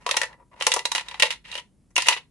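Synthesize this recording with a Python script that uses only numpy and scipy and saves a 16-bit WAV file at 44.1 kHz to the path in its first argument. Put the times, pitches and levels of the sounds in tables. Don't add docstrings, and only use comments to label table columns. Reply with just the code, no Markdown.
import sys
import numpy as np
from scipy import signal
from scipy.fft import rfft, irfft
from scipy.io import wavfile
from scipy.ndimage import uniform_filter1d

SR = 44100
rng = np.random.default_rng(int(sys.argv[2]) if len(sys.argv) > 2 else 0)


def generate_wav(signal):
    frames = np.transpose(np.atleast_2d(signal))
    scaled = np.clip(frames, -1, 1) * 32767
    pcm = np.round(scaled).astype(np.int16)
    wavfile.write(sys.argv[1], SR, pcm)


N = 101826
BLOCK = 8192
CRACK_S = 0.0023
SIDES = np.array([[1], [-1]])


def undb(db):
    return 10 ** (np.asarray(db) / 20)


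def hz_axis(size):
    return np.maximum(np.arange(size // 2 + 1) * SR / size, 1)


def curve(f, points):
    hz, db = np.array(points, float).T
    return np.interp(np.log(f), np.log(hz), db)


def bump(f, hz, width_hz):
    return 1 / (1 + ((f - hz) / width_hz) ** 2)


def causal(db):
    cepstrum = irfft(db * np.log(10) / 20)
    half = len(cepstrum) // 2
    cepstrum[1:half] *= 2
    cepstrum[half + 1:] = 0
    return np.exp(rfft(cepstrum))


def hiss(size):
    return rng.standard_normal((2, size))


APART_HZ = 2700


def stereo(pair, f):
    apart = f / np.hypot(f, APART_HZ)
    return (pair[0] + SIDES * apart * pair[1]) / np.sqrt(1 + apart ** 2)


def add(out, start, x):
    i = max(int(start * SR), 0)
    out[:, i:i + x.shape[1]] += x[:, :max(N - i, 0)]


FLOOR_DB = -60.5
HUM_HZ, HUM_DB = 49.7, -68

# frequency in Hz, relative level in dB per Hz.
RUMBLE_SHAPE = [(20, -18.5), (45, 3.5), (80, -4), (150, 0), (300, -6.5), (600, -17), (1500, -27),
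                (4000, -32), (11000, -27.5), (14000, -49)]


def background(side=0.35, hum_width_hz=4):
    f = hz_axis(N)
    middle, difference = irfft(rfft(hiss(N)) * undb(curve(f, RUMBLE_SHAPE)), N)
    rumble = middle + side * difference * SIDES
    hum_band = np.exp(-((f - HUM_HZ) / hum_width_hz) ** 2)
    hum = irfft(rfft(rng.standard_normal(N)) * hum_band, N)
    return rumble / rumble.std() * undb(FLOOR_DB) + hum / hum.std() * undb(HUM_DB)


BODY_DB = 5.5
MODE_SCATTER_DB, MODE_DETUNE = 0.5, .012

# frequency in Hz, relative level in dB, 60 dB decay time in seconds.
BODY_MODES = [(500.5, -2, 0.076), (548.5, 0, 0.13), (872.3, -9, 0.092), (957, 2.5, 0.067),
              (1003, -5.5, 0.19), (1397, -8, 0.036), (1779, -6.5, 0.16), (1873, -4.5, 0.1),
              (1958, -2, 0.064), (2681, -9.5, .08), (2820, -4, .08), (3150, -8.5, .07), (3825, -1, 0.051),
              (4176, -4, 0.21)]


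def body(f):
    chance = rng.standard_normal((len(BODY_MODES), 2))
    ring = 0
    for (hz, db, t60), (louder, sharper) in zip(BODY_MODES, chance):
        centre = hz * (1 + MODE_DETUNE * sharper)
        decay = t60 / np.log(1000)
        ring = ring + undb(db + MODE_SCATTER_DB * louder) / (1 + 2j * np.pi * (f - centre) * decay)
    return 1 + undb(BODY_DB) * ring


EVEN_HZ = 500

# frequency in Hz, relative level in dB per Hz.
PLASTIC_COLOUR = [(60, -40), (200, -25), (330, -10), (500, -4), (700, -2.5), (1000, 1.5), (1450, -1.5),
                  (2000, 6), (2800, 8), (4000, 2.5), (6000, -5), (8000, -10), (10500, -10.5), (13000, -30)]


def wall(force, bass_db, treble_db, spot_db=0):
    size = force.shape[1]
    f, pair = hz_axis(size), rfft(force)
    smooth_power = uniform_filter1d(abs(pair) ** 2, int(EVEN_HZ * size / SR))
    uneven = 10 * np.log10(smooth_power + 1e-9)
    tilt = curve(f, [(1100, bass_db), (1800, 0.017), (3800, 0.019), (6000, treble_db)])
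    colour = curve(f, PLASTIC_COLOUR) + tilt + spot_db
    sides = stereo(pair * np.array([causal(colour - u) for u in uneven]), f)
    middle = (f > 1500) & (f < 4500)
    energy = np.sum(abs(sides[:, middle]) ** 2) / size
    radiated = irfft(sides * body(f))[:, :-size // 4]
    return radiated / np.sqrt(energy)


GRAINS_PER_S, GRAIN_SPREAD_DB = 2000, 3.5
SLIDE_FADE_S = 0.0068
SOFT_BELOW_DB, SOFT_DULLING = -42.5, .6
SLIDE_RING_HZ, SLIDE_RING_WIDTH_HZ, SLIDE_RING_DB = 950, 59, 3.5

# start in seconds, end in seconds, mid-band level in dB, bass tilt in dB,
# treble tilt in dB, swell from start to end in dB.
COIN_SLIDES = [(0, 0.065, -59.5, 5.5, 10, -7.5), (0.069, 0.259, -48, 5.5, 10, -1),
               (.28, .35, -62, 13, -2, 5), (0.378, 0.434, -70, 17, -12.5, -11),
               (0.508, .545, -60.5, 12.5, 0, 7), (.555, 0.605, -55, 7, 3, 7.5),
               (0.597, .66, -43.5, -15, 11, 0.5), (.72, 0.795, -44.5, -25, 10.5, -1.5),
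               (.955, 0.995, -38, -0.5, 9.5, -4), (1.045, 1.195, -51, 3, 4, 2),
               (1.235, 1.275, -35, -4.5, 4.5, 2), (1.301, 1.366, -41.5, -1.5, 2, -20.5),
               (1.439, 1.515, -48, -4.5, 0.5, -2.5), (1.515, 1.603, -45.5, -1, 6, 5.5),
               (1.902, 1.915, -68.5, 3, 26.5, 2), (1.987, 2.057, -34, -23, 2.5, -11),
               (2.06, 2.139, -31.5, -1, 3, -1.5), (2.164, 2.186, -38.5, -2, -0.5, -2)]


def slides():
    out, size = np.zeros((2, N)), 2 * BLOCK
    t, f = np.arange(size) / SR, hz_axis(size)
    for start, end, db, bass, treble, swell_db in COIN_SLIDES:
        length = max(end - start, SLIDE_FADE_S)
        fade = np.clip(np.minimum(t, length + SLIDE_FADE_S / 2 - t) / SLIDE_FADE_S, 0, 1)
        env = fade * undb(swell_db * np.minimum(t / length, 1))
        struck = rng.random(size) < GRAINS_PER_S / SR
        ticks = struck * undb(GRAIN_SPREAD_DB * np.minimum(rng.exponential(size=size), 4))
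        decaying = signal.lfilter([1], [1, -np.exp(-1 / (CRACK_S * SR))], ticks)
        force = decaying * env * hiss(size)
        dull = curve(f, [(2100, 0.015), (3200, SOFT_DULLING * min(db - SOFT_BELOW_DB, 0))])
        ring = SLIDE_RING_DB * bump(f, SLIDE_RING_HZ, SLIDE_RING_WIDTH_HZ)
        add(out, start, wall(force, bass, treble, dull + ring) * np.sqrt(length * SR) * undb(db))
    return out


ATTACK_S = .0005
GRAZE_DB, GRAZE_S = -15, .003
SHELL_S, SHELL_DB = 0.0053, 3
SPOT_WIDTH_HZ = 180
CAVITY_HZ, CAVITY_WIDTH_HZ = 535, 160

# time in seconds, mid-band level in dB, bass tilt in dB, treble tilt in dB,
# ring of the struck spot in Hz, height of that ring in dB, thump of the cavity in dB.
COIN_KNOCKS = [(0.0646, -24, 3.5, 5.5, 1070, 10.5, 13.5), (0.091, -25, 1, 6, 1200.0, 17.5, 5),
               (0.1114, -16, -7.5, 7.5, 3700, 7, 14.5), (0.1422, -27, 8.5, -5, 970, 3, -4),
               (0.167, -20.5, -7, 12, 5270, -15, -3.0), (0.1695, -17, 6, 8.5, 5640, 8.5, -3.0),
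               (0.2157, -17.5, -1.5, 8.5, 1740.0, 16, 8), (0.2325, -23, 1, 6, 1686, 12.5, 9.5),
               (0.237, -26, 8.5, -18, 1770, 22, -1.5), (0.329, -43, 3.5, 1.5, 1790, 18, -5),
               (0.6099, -21.5, 4.0, -10, 2970.0, 6.5, 3.5), (0.6231, -21, 10, 7.5, 3040, 8, -31),
               (0.6671, -13, 4.0, 12, 5700, 1.5, 4), (0.6709, -38, 19, -10, 890, 8, 3.0),
               (0.7177, -14, -5.5, 7.0, 3580, 9.5, 2), (0.7391, -22, 5.5, 18, 6600, 2.5, 1.5),
               (0.7633, -26, 21.5, 11.5, 990, -4.5, -4.5), (0.7916, -25, -4, 6, 1870.0, -0.5, -19),
               (0.8539, -18, 3, 10, 3990, 13, 2.5), (0.9174, -21, 11, 14, 3814, 13, -18.5),
               (0.95, -19, -2.5, 5.5, 2860, -10.5, 5), (0.9581, -22, 8.0, 10.5, 2900, 14.5, -4.5),
               (0.9807, -21.5, 5, 1.0, 2860, 5, -15), (0.996, -27.5, -13, -9, 2950, -28, -2),
               (1.009, -33.5, 7.5, 5, 2770, 5, -7), (1.0847, -31, 3, 6, 3680.0, 11.5, -35),
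               (1.1122, -33.5, -12.5, -2, 980, 23, -34), (1.1431, -32.5, 2.5, -5, 910, 9, -4),
               (1.1982, -19.5, -4, 7, 1870, -1, 1.5), (1.202, -20, -13, 5, 2820, 11, 11),
               (1.2232, -7.5, -11.5, 1.5, 2960, -1.5, 5), (1.2317, -13.5, 5, 2.5, 2620, 9.5, 7),
               (1.2549, -25, -6.5, 1.0, 3840, 10.5, 22.5), (1.3053, -20.5, -4.5, 3.0, 2820, 9, -1),
               (1.312, -28, -4, 8, 4060, 3, -3), (1.3255, -32, -18, 4.5, 3830, 6.0, -15),
               (1.4518, -41, -22, -18, 2060, -1, 1), (1.5157, -32, -5, 7, 3820, 15, -8),
               (1.527, -31, 4, -13, 2800, 7.5, -8), (1.5416, -39.5, 4, 11, 3690, 10, -8),
               (1.5535, -26, -4, 2.0, 2950, 7, 11), (1.577, -32, -2, 7.5, 3110, 8, 8.5),
               (1.583, -29, 4.5, -1.0, 3125, 15, -5), (1.9575, -37, 1, 19.5, 6190, 12.5, -25),
               (1.9635, -12.5, -1, 10, 2710, 17.5, -2), (1.9791, -15, 3.5, 13, 2590, 14, 6),
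               (1.982, -19, 5.5, -8.5, 2500, -3, -3), (2.0215, -27.5, 4.5, 13.5, 4860, 8, -14),
               (2.0591, -27, 0, 4, 2030, 12, -1), (2.0695, -22.5, 2.5, 12.5, 2740, 14, 3.5),
               (2.0849, -7.5, 4.5, 9.5, 2780, 8, -7), (2.0878, -35, 12.5, 16.5, 2700, 15.5, 10.5),
               (2.1093, -23, 4, 4, 3260, 1, 2), (2.124, -21, -1, -2.5, 2830.0, 5, -2),
               (2.1275, -20.5, -4.5, -3.5, 2700, -1, -5), (2.1393, -29.5, -13.5, 5, 2070, 6.5, 0.5),
               (2.165, -33, 7.5, -3, 3900, -2, 0.5)]


def knocks(span_s=0.0029):
    out, f = np.zeros((2, N)), hz_axis(BLOCK)
    t = np.arange(BLOCK) / SR
    after = np.maximum(t - GRAZE_S, 0)
    crack = np.exp(-after / CRACK_S)
    shiver = undb(SHELL_DB) * np.exp(-after / SHELL_S)
    graze = undb(GRAZE_DB) * np.minimum(t / GRAZE_S, 1) * crack
    env = (crack + shiver) * np.minimum(after / ATTACK_S, 1) + graze
    for start, db, bass, treble, hz, ring_db, thump_db in COIN_KNOCKS:
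        spot = ring_db * bump(f, hz, SPOT_WIDTH_HZ)
        thump = thump_db * bump(f, CAVITY_HZ, CAVITY_WIDTH_HZ)
        force = np.sign(hiss(BLOCK)) * env
        x = wall(force, bass, treble, spot + thump)
        add(out, start - GRAZE_S - ATTACK_S / 2, x * np.sqrt(span_s * SR) * undb(db))
    return out


ROOM_DB, ROOM_T60_S, ROOM_DELAY_S = -10.5, 0.18, .005


def room(x):
    size = 2 * BLOCK
    t = np.arange(size) / SR
    tail = hiss(size) * np.exp(-np.log(1000) * t / ROOM_T60_S) * (t > ROOM_DELAY_S)
    tail = irfft(stereo(rfft(tail), hz_axis(size)))
    tail /= np.sqrt(np.sum(tail ** 2) / 2)
    mono = x.sum(0)[None] / np.sqrt(2)
    return x + undb(ROOM_DB) * signal.fftconvolve(mono, tail)[:, :N]


LEAD_S = .00003

# frequency in Hz, left minus right in dB.
SIDE_BALANCE = [(450, 4), (800, 2.5), (1400, 0.5), (5000, -1), (8000, -0.4), (11000, 2.5)]


def scene():
    x, f = rfft(room(knocks() + slides())), hz_axis(N)
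    lean = curve(f, SIDE_BALANCE) * SIDES / 2
    late = np.exp(-2j * np.pi * f * LEAD_S * np.array([[0], [1]]))
    return irfft(x * undb(lean) * late, N) + background()


GATE_DB, GATE_DEPTH_DB = -46.5, 5
GATE_S, GATE_ABOVE_HZ = 0.013, 300
TOP_HZ = 11200


def record(dry):
    high_pass = signal.butter(2, GATE_ABOVE_HZ, "high", fs=SR, output="sos")
    high = signal.sosfiltfilt(high_pass, dry)
    power = uniform_filter1d(np.mean(high ** 2, axis=0), int(GATE_S * SR) + 1)
    power = np.maximum(power, 0)
    gain = undb(-GATE_DEPTH_DB / (1 + power / undb(GATE_DB) ** 2))
    gated = dry - high + high * gain
    low_pass = signal.butter(12, TOP_HZ, fs=SR, output="sos")
    return signal.sosfilt(low_pass, np.clip(gated, -1, 1))


dry = scene()
out = record(dry)
generate_wav(out)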